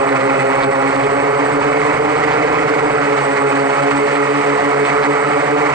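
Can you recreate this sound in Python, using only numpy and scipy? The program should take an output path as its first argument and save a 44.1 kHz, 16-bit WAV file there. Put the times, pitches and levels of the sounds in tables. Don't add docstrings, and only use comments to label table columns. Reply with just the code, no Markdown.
import sys
import numpy as np
from scipy import signal
from scipy.fft import rfft, irfft, next_fast_len
from scipy.io import wavfile
from scipy.ndimage import uniform_filter1d, map_coordinates

SR = 44100
rng = np.random.default_rng(int(sys.argv[2]) if len(sys.argv) > 2 else 0)


def transcribe(u):
    v = np.clip(np.atleast_2d(u).T, -1, 1)
    q = np.round(v * 32767).astype(np.int16)
    wavfile.write(sys.argv[1], SR, q)


N = 253134


def amp(db):
    return 10 ** (np.asarray(db) / 20)


def unit(x):
    return x / np.sqrt(np.mean(x ** 2) + 1e-20)


def along(points, hz):
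    position, value = np.transpose(points)
    return np.interp(np.log(hz + 1e-9), np.log(position), value)


def curves(rows):
    seconds, *columns = np.transpose(rows)
    t = np.arange(N) / SR
    return np.array([np.interp(t, seconds, column) for column in columns])


def wobble(rate):
    knots = rng.standard_normal(int(N * rate / SR) + 4)
    return map_coordinates(knots, [np.arange(N) * rate / SR])


def filtered(x, response):
    size = next_fast_len(N + SR // 2)
    hz = np.fft.rfftfreq(size, 1 / SR)
    return irfft(rfft(x, size) * response(hz), size)[..., :N]


def coloured(x, spectrum):
    return unit(filtered(x, lambda hz: amp(along(spectrum, hz))))


SPEED_SHARES = [-.5, -.18, -.03, .08, .22, .45]


def blade_passes(nominal_hz, spread_hz, hunt, hunt_rate):
    passes = []
    for share in SPEED_SHARES:
        rate_hz = (nominal_hz + share * spread_hz) * (1 + hunt * wobble(hunt_rate))
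        passes.append(np.cumsum(rate_hz) / SR + 2 * rng.random())
    return np.array(passes)


# (multiple of the blade-pass rate, level [dB])
BLADE_HARMONICS = [(.5, -46), (1, -38), (2, -30), (3, -28), (4, -31.5), (5, -33), (6, -33), (7, -38.5),
                   (9, -39), (12, -50.5), (15, -45.5), (20, -58.5)]
THRUM_DB = [3.5, -3.5, -11.5, -4, -7, 3.5]
BITE_DB = [-6, -2, -3, 1.5, -1.5, -5.5]
LOAD_DB_PER_HZ = 0.09


def buzz(passes, imbalance_db, flutter_db, flutter_rate, count=40, size=4096):
    multiple = np.arange(1, count + 1) / 2
    out = np.zeros(N)
    for blade, thrum_db, bite_db in zip(passes, THRUM_DB, BITE_DB):
        level_db = along(BLADE_HARMONICS, multiple)
        level_db += imbalance_db * (multiple % 1 > 0)
        level_db += np.where(multiple > 1, bite_db, thrum_db)
        lines = amp(level_db) * np.exp(2j * np.pi * rng.random(count))
        turn = irfft(np.append(0, lines), size) * size / np.sqrt(2)
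        turn = np.append(turn, turn[0])
        wave = np.interp(blade / 2 % 1 * size, np.arange(size + 1), turn)
        lead_hz = np.gradient(blade - passes.mean(axis=0)) * SR
        load_db = LOAD_DB_PER_HZ * lead_hz + flutter_db * wobble(flutter_rate)
        out += wave * amp(load_db)
    return out


# (frequency [Hz], gain [dB])
AIRFRAME_GAIN = [(130, -0.5), (150, -2.5), (270, -0.5), (405, -1.5), (432, 3.5), (470, 0.5), (535, 6),
                 (600, -3), (690, -0.5), (820, 3), (880, -5), (1080, 0.5)]


def airframe(x):
    return filtered(x, lambda hz: amp(along(AIRFRAME_GAIN, hz)))


# (multiple of the blade-pass rate, level before flutter [dB])
MAGNET_TONES = [(21, -59), (32, -59)]


def magnets(passes, flutter_db):
    out = np.zeros(N)
    for blade in passes:
        tones = sum(amp(db) * np.sin(2 * np.pi * k * blade) for k, db in MAGNET_TONES)
        out += amp(flutter_db * wobble(45)) * tones
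    return out


def chopping(passes, sharpness):
    puffs = np.exp(sharpness * np.cos(2 * np.pi * passes))
    return unit(np.sqrt(amp(BITE_DB) ** 2 @ puffs))


# (time [s], change before normalisation [dB])
INFLOW_LULLS = [(.677, -7.5)]


def gusts(depth_db, rate, lull_width):
    t = np.arange(N) / SR
    lull_db = sum(db * np.exp(-((t - s) / lull_width) ** 2) for s, db in INFLOW_LULLS)
    return unit(amp(depth_db * wobble(rate) + lull_db))


def air_noise(envelope, spectrum, channels):
    return coloured(envelope * rng.standard_normal((channels, N)), spectrum)


def patchy(x, depth_db):
    bands = signal.stft(x, nperseg=1024)[2]
    field = uniform_filter1d(rng.standard_normal(bands.shape), size=7, axis=0)
    field = uniform_filter1d(field, size=8, axis=1)
    return unit(signal.istft(bands * amp(depth_db * unit(field)))[1][:N])


# (frequency [Hz], relative spectral level [dB])
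WASH_SPECTRUM = [(90, -33.5), (180, -12.5), (300, -10.5), (480, 0.5), (640, -1.5), (850, 2), (1080, 0),
                 (1300, 1), (1600, -7.5), (2300, -19.5), (3300, -64)]
WASH_DB, EDDY_DB = -20, -33


def wash(inflow, chop, swell_db):
    rush = air_noise(inflow ** 0.55 * chop, WASH_SPECTRUM, channels=1)[0]
    return amp(WASH_DB + swell_db) * patchy(rush, depth_db=2.0)


def port_eddies(chop, swell_db):
    return amp(EDDY_DB + swell_db) * air_noise(chop, WASH_SPECTRUM, channels=2)


# (frequency [Hz], relative spectral level [dB])
RASP_SPECTRUM = [(500, -29.5), (1200, -3.5), (1600, -2.5), (1920, 4.5), (2250, 2), (2370, -7.5),
                 (2550, 2.5), (2750, -13.5), (3300, -18.5), (4000, -21.5), (4600, -19.5), (5800, -40.5)]
RASP_DB = -26
RASP_FOLLOWS = 0.57


def arm_rasp(inflow, passes, treble_db, swell_db):
    rasp = air_noise(inflow * chopping(passes, sharpness=1.3), RASP_SPECTRUM, channels=1)[0]
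    return amp(RASP_DB + RASP_FOLLOWS * treble_db + swell_db) * patchy(rasp, depth_db=1.0)


# (time [s], peak level [dB])
VORTICES = [(.09, -24), (.21, -28), (0.636, -20), (1.045, -23), (2.17, -25.5), (2.328, -20.5), (4.16, -20),
            (4.859, -19), (5.035, -20)]
# (frequency [Hz], relative spectral level [dB])
SLAP_SPECTRUM = [(400, -26), (1500, -2.5), (2200, 3.5), (3000, -4), (4600, -10), (6000, -24), (9000, -32)]


def slaps(passes, width, sharpness, stray_db, scatter_db):
    t = np.arange(N) / SR
    vortex = sum(amp(db) * np.exp(-((t - s) / width) ** 2) for s, db in VORTICES)
    stray = amp(stray_db + scatter_db * np.minimum(wobble(35), 2))
    strongest = passes[np.argmax(BITE_DB)]
    smacks = np.exp(sharpness * (np.cos(2 * np.pi * strongest) - 1))
    return (vortex + stray) * smacks * air_noise(1, SLAP_SPECTRUM, channels=1)[0]


# (frequency [Hz], relative spectral level [dB])
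HISS_SPECTRUM = [(600, -34.5), (1500, -4), (2400, 0.5), (2950, 4.5), (3400, -4.5), (4600, -5), (5600, -7.5),
                 (7400, -8), (8200, -6), (8850, -15.5), (9200, -41.5)]
# (frequency [Hz], left minus right [dB])
HISS_SIDE = [(2500, -2), (2900, 3), (3500, -3.5), (4200, -4), (4900, 4.5), (5700, -3.5), (6300, 2.5),
             (6700, 1), (7000, 11), (7300, -3.5), (7800, 1.5), (8300, 3.5)]
HISS_DB = -36


def tip_hiss(envelope, treble_db, swell_db):
    def port_gains(hz):
        half_db = along(HISS_SIDE, hz) / 2
        return amp([half_db, -half_db])

    hiss = filtered(air_noise(envelope, HISS_SPECTRUM, channels=2), port_gains)
    return amp(HISS_DB + treble_db + swell_db) * hiss


DRIVE_CARRIERS = [7983.7, 7985.4, 7996.5, 8030.4, 8042.7, 8041.9]
# (left level [dB], right level [dB])
DRIVE_SHARES = [(-4.5, -7.5), (-13.5, 0.5), (-4, -17.5), (0.5, 2), (0, 2), (-10, -12.5)]
WHINE_DB, WHINE_DROP_DB_PER_HZ = -46.5, 0.25
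WHINE_WAVER_DB, WHINE_WAVER_RATE = 1, 9.8


def whine(passes, spread_hz, depth, second, flutter, flutter_rate):
    level_db = WHINE_DB - WHINE_DROP_DB_PER_HZ * spread_hz
    level_db += WHINE_WAVER_DB * wobble(WHINE_WAVER_RATE)
    t = np.arange(N) / SR
    out = np.zeros((2, N))
    for hz, port_db, blade in zip(DRIVE_CARRIERS, DRIVE_SHARES, passes):
        shake = flutter * wobble(flutter_rate)
        for port, db in enumerate(port_db):
            angle = 2 * np.pi * (blade + rng.random())
            load = unit(np.cos(angle) + second * np.cos(2 * angle))
            carrier = np.sin(2 * np.pi * hz * t + port * np.pi / 2)
            out[port] += amp(db) * unit((1 + depth * load + shake) * carrier)
    return amp(level_db) * out


# (time [s], level before gusts [dB])
AIRSTREAM_LEVEL = [(0, -43.5), (1.2, -42.5), (2.6, -38), (3.3, -48), (5.74, -45)]
# (frequency [Hz], relative spectral level [dB])
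RUMBLE_SPECTRUM = [(20, -5), (50, -4.5), (85, 0), (130, 6.5), (220, -5.5), (400, -21), (900, -39)]


def airstream(gust_db):
    [level_db] = curves(AIRSTREAM_LEVEL)
    rumble = air_noise(1, RUMBLE_SPECTRUM, channels=1)[0]
    return amp(level_db + gust_db * wobble(6.7)) * rumble


# (frequency [Hz], left minus right [dB])
PORT_LEVEL = [(100, .6), (300, -0.1), (550, -1.8), (800, -1.1), (1000, -4), (1400, -6), (2200, -8),
              (2800, -5), (4500, -3)]
# (frequency [Hz], lead of the left [rad])
PORT_PHASE = [(30, -.2), (70, -.5), (140, -.6), (285, -1), (450, -1.3), (680, -1.8), (1400, -1.25),
              (2300, -.85), (2600, -2.6), (3400, -1.3), (4400, -.3)]


def ports(x):
    def responses(hz):
        half = np.log(amp(along(PORT_LEVEL, hz))) / 2 + .5j * along(PORT_PHASE, hz)
        return np.exp([half, -half])

    return filtered(x, responses)


# (time [s], nominal blade-pass rate [Hz], scale of the speed spread [Hz])
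FLIGHT = [(0, 136.7, 11.1), (.35, 134.8, 12.94), (.9, 136.4, 9.9), (1.3, 140.5, 18.2), (1.75, 143.3, 18.36),
          (2.2, 147.1, 24.7), (2.55, 146.5, 34), (2.87, 145.9, 21.8), (3.25, 139.9, 8), (3.65, 139.1, 9.5),
          (4.3, 142.9, 8.05), (4.75, 142.3, 6.35), (5.25, 143.7, 14.35), (5.74, 146.4, 18.7)]
# (time [s], change [dB])
TREBLE = [(0, -1.5), (1.1, -1.5), (2, .5), (3.1, 0.4), (3.7, .8), (4.3, 1.5), (4.8, 1), (5.3, 0.1),
          (5.74, 1)]
SWELL_DB, SWELL_RATE = 0.77, 11


def scene():
    nominal_hz, spread_hz = curves(FLIGHT)
    [treble_db] = curves(TREBLE)
    passes = blade_passes(nominal_hz, spread_hz, hunt=0.004, hunt_rate=12)
    swell_db = SWELL_DB * wobble(SWELL_RATE)
    chop = chopping(passes, sharpness=1.1)
    inflow = gusts(depth_db=2.0, rate=70, lull_width=0.019)

    common = airframe(buzz(passes, imbalance_db=-16, flutter_db=1.13, flutter_rate=30))
    common += magnets(passes, flutter_db=3.0)
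    common += wash(inflow, chop, swell_db)
    common += arm_rasp(inflow, passes, treble_db, swell_db)
    common += slaps(passes, width=0.014, sharpness=4.5, stray_db=-39.0, scatter_db=4.0)
    common += airstream(gust_db=3.5)

    eddies = port_eddies(chop, swell_db)
    hiss = tip_hiss(inflow ** 0.84 * chopping(passes, sharpness=0.31), treble_db, swell_db)
    drives = whine(passes, spread_hz, depth=0.33, second=1.5, flutter=0.39, flutter_rate=45)
    return ports(common) + eddies + hiss + drives


def gain_control(x, target_db, strength, window):
    weights = signal.windows.hann(int(window * SR))

    def smooth(v):
        return signal.fftconvolve(v, weights, "same")

    power = np.abs(smooth(np.mean(x ** 2, axis=0))) / smooth(np.ones(N))
    return x * (amp(target_db) / np.sqrt(power)) ** strength


TOP_HZ = 9200


def record(dry):
    x = gain_control(dry, target_db=-14.0, strength=.55, window=.06)
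    x = x / (1 + (x / .76) ** 8) ** (1 / 8)
    return filtered(x, lambda hz: hz < TOP_HZ)


dry = scene()
out = record(dry)
transcribe(out)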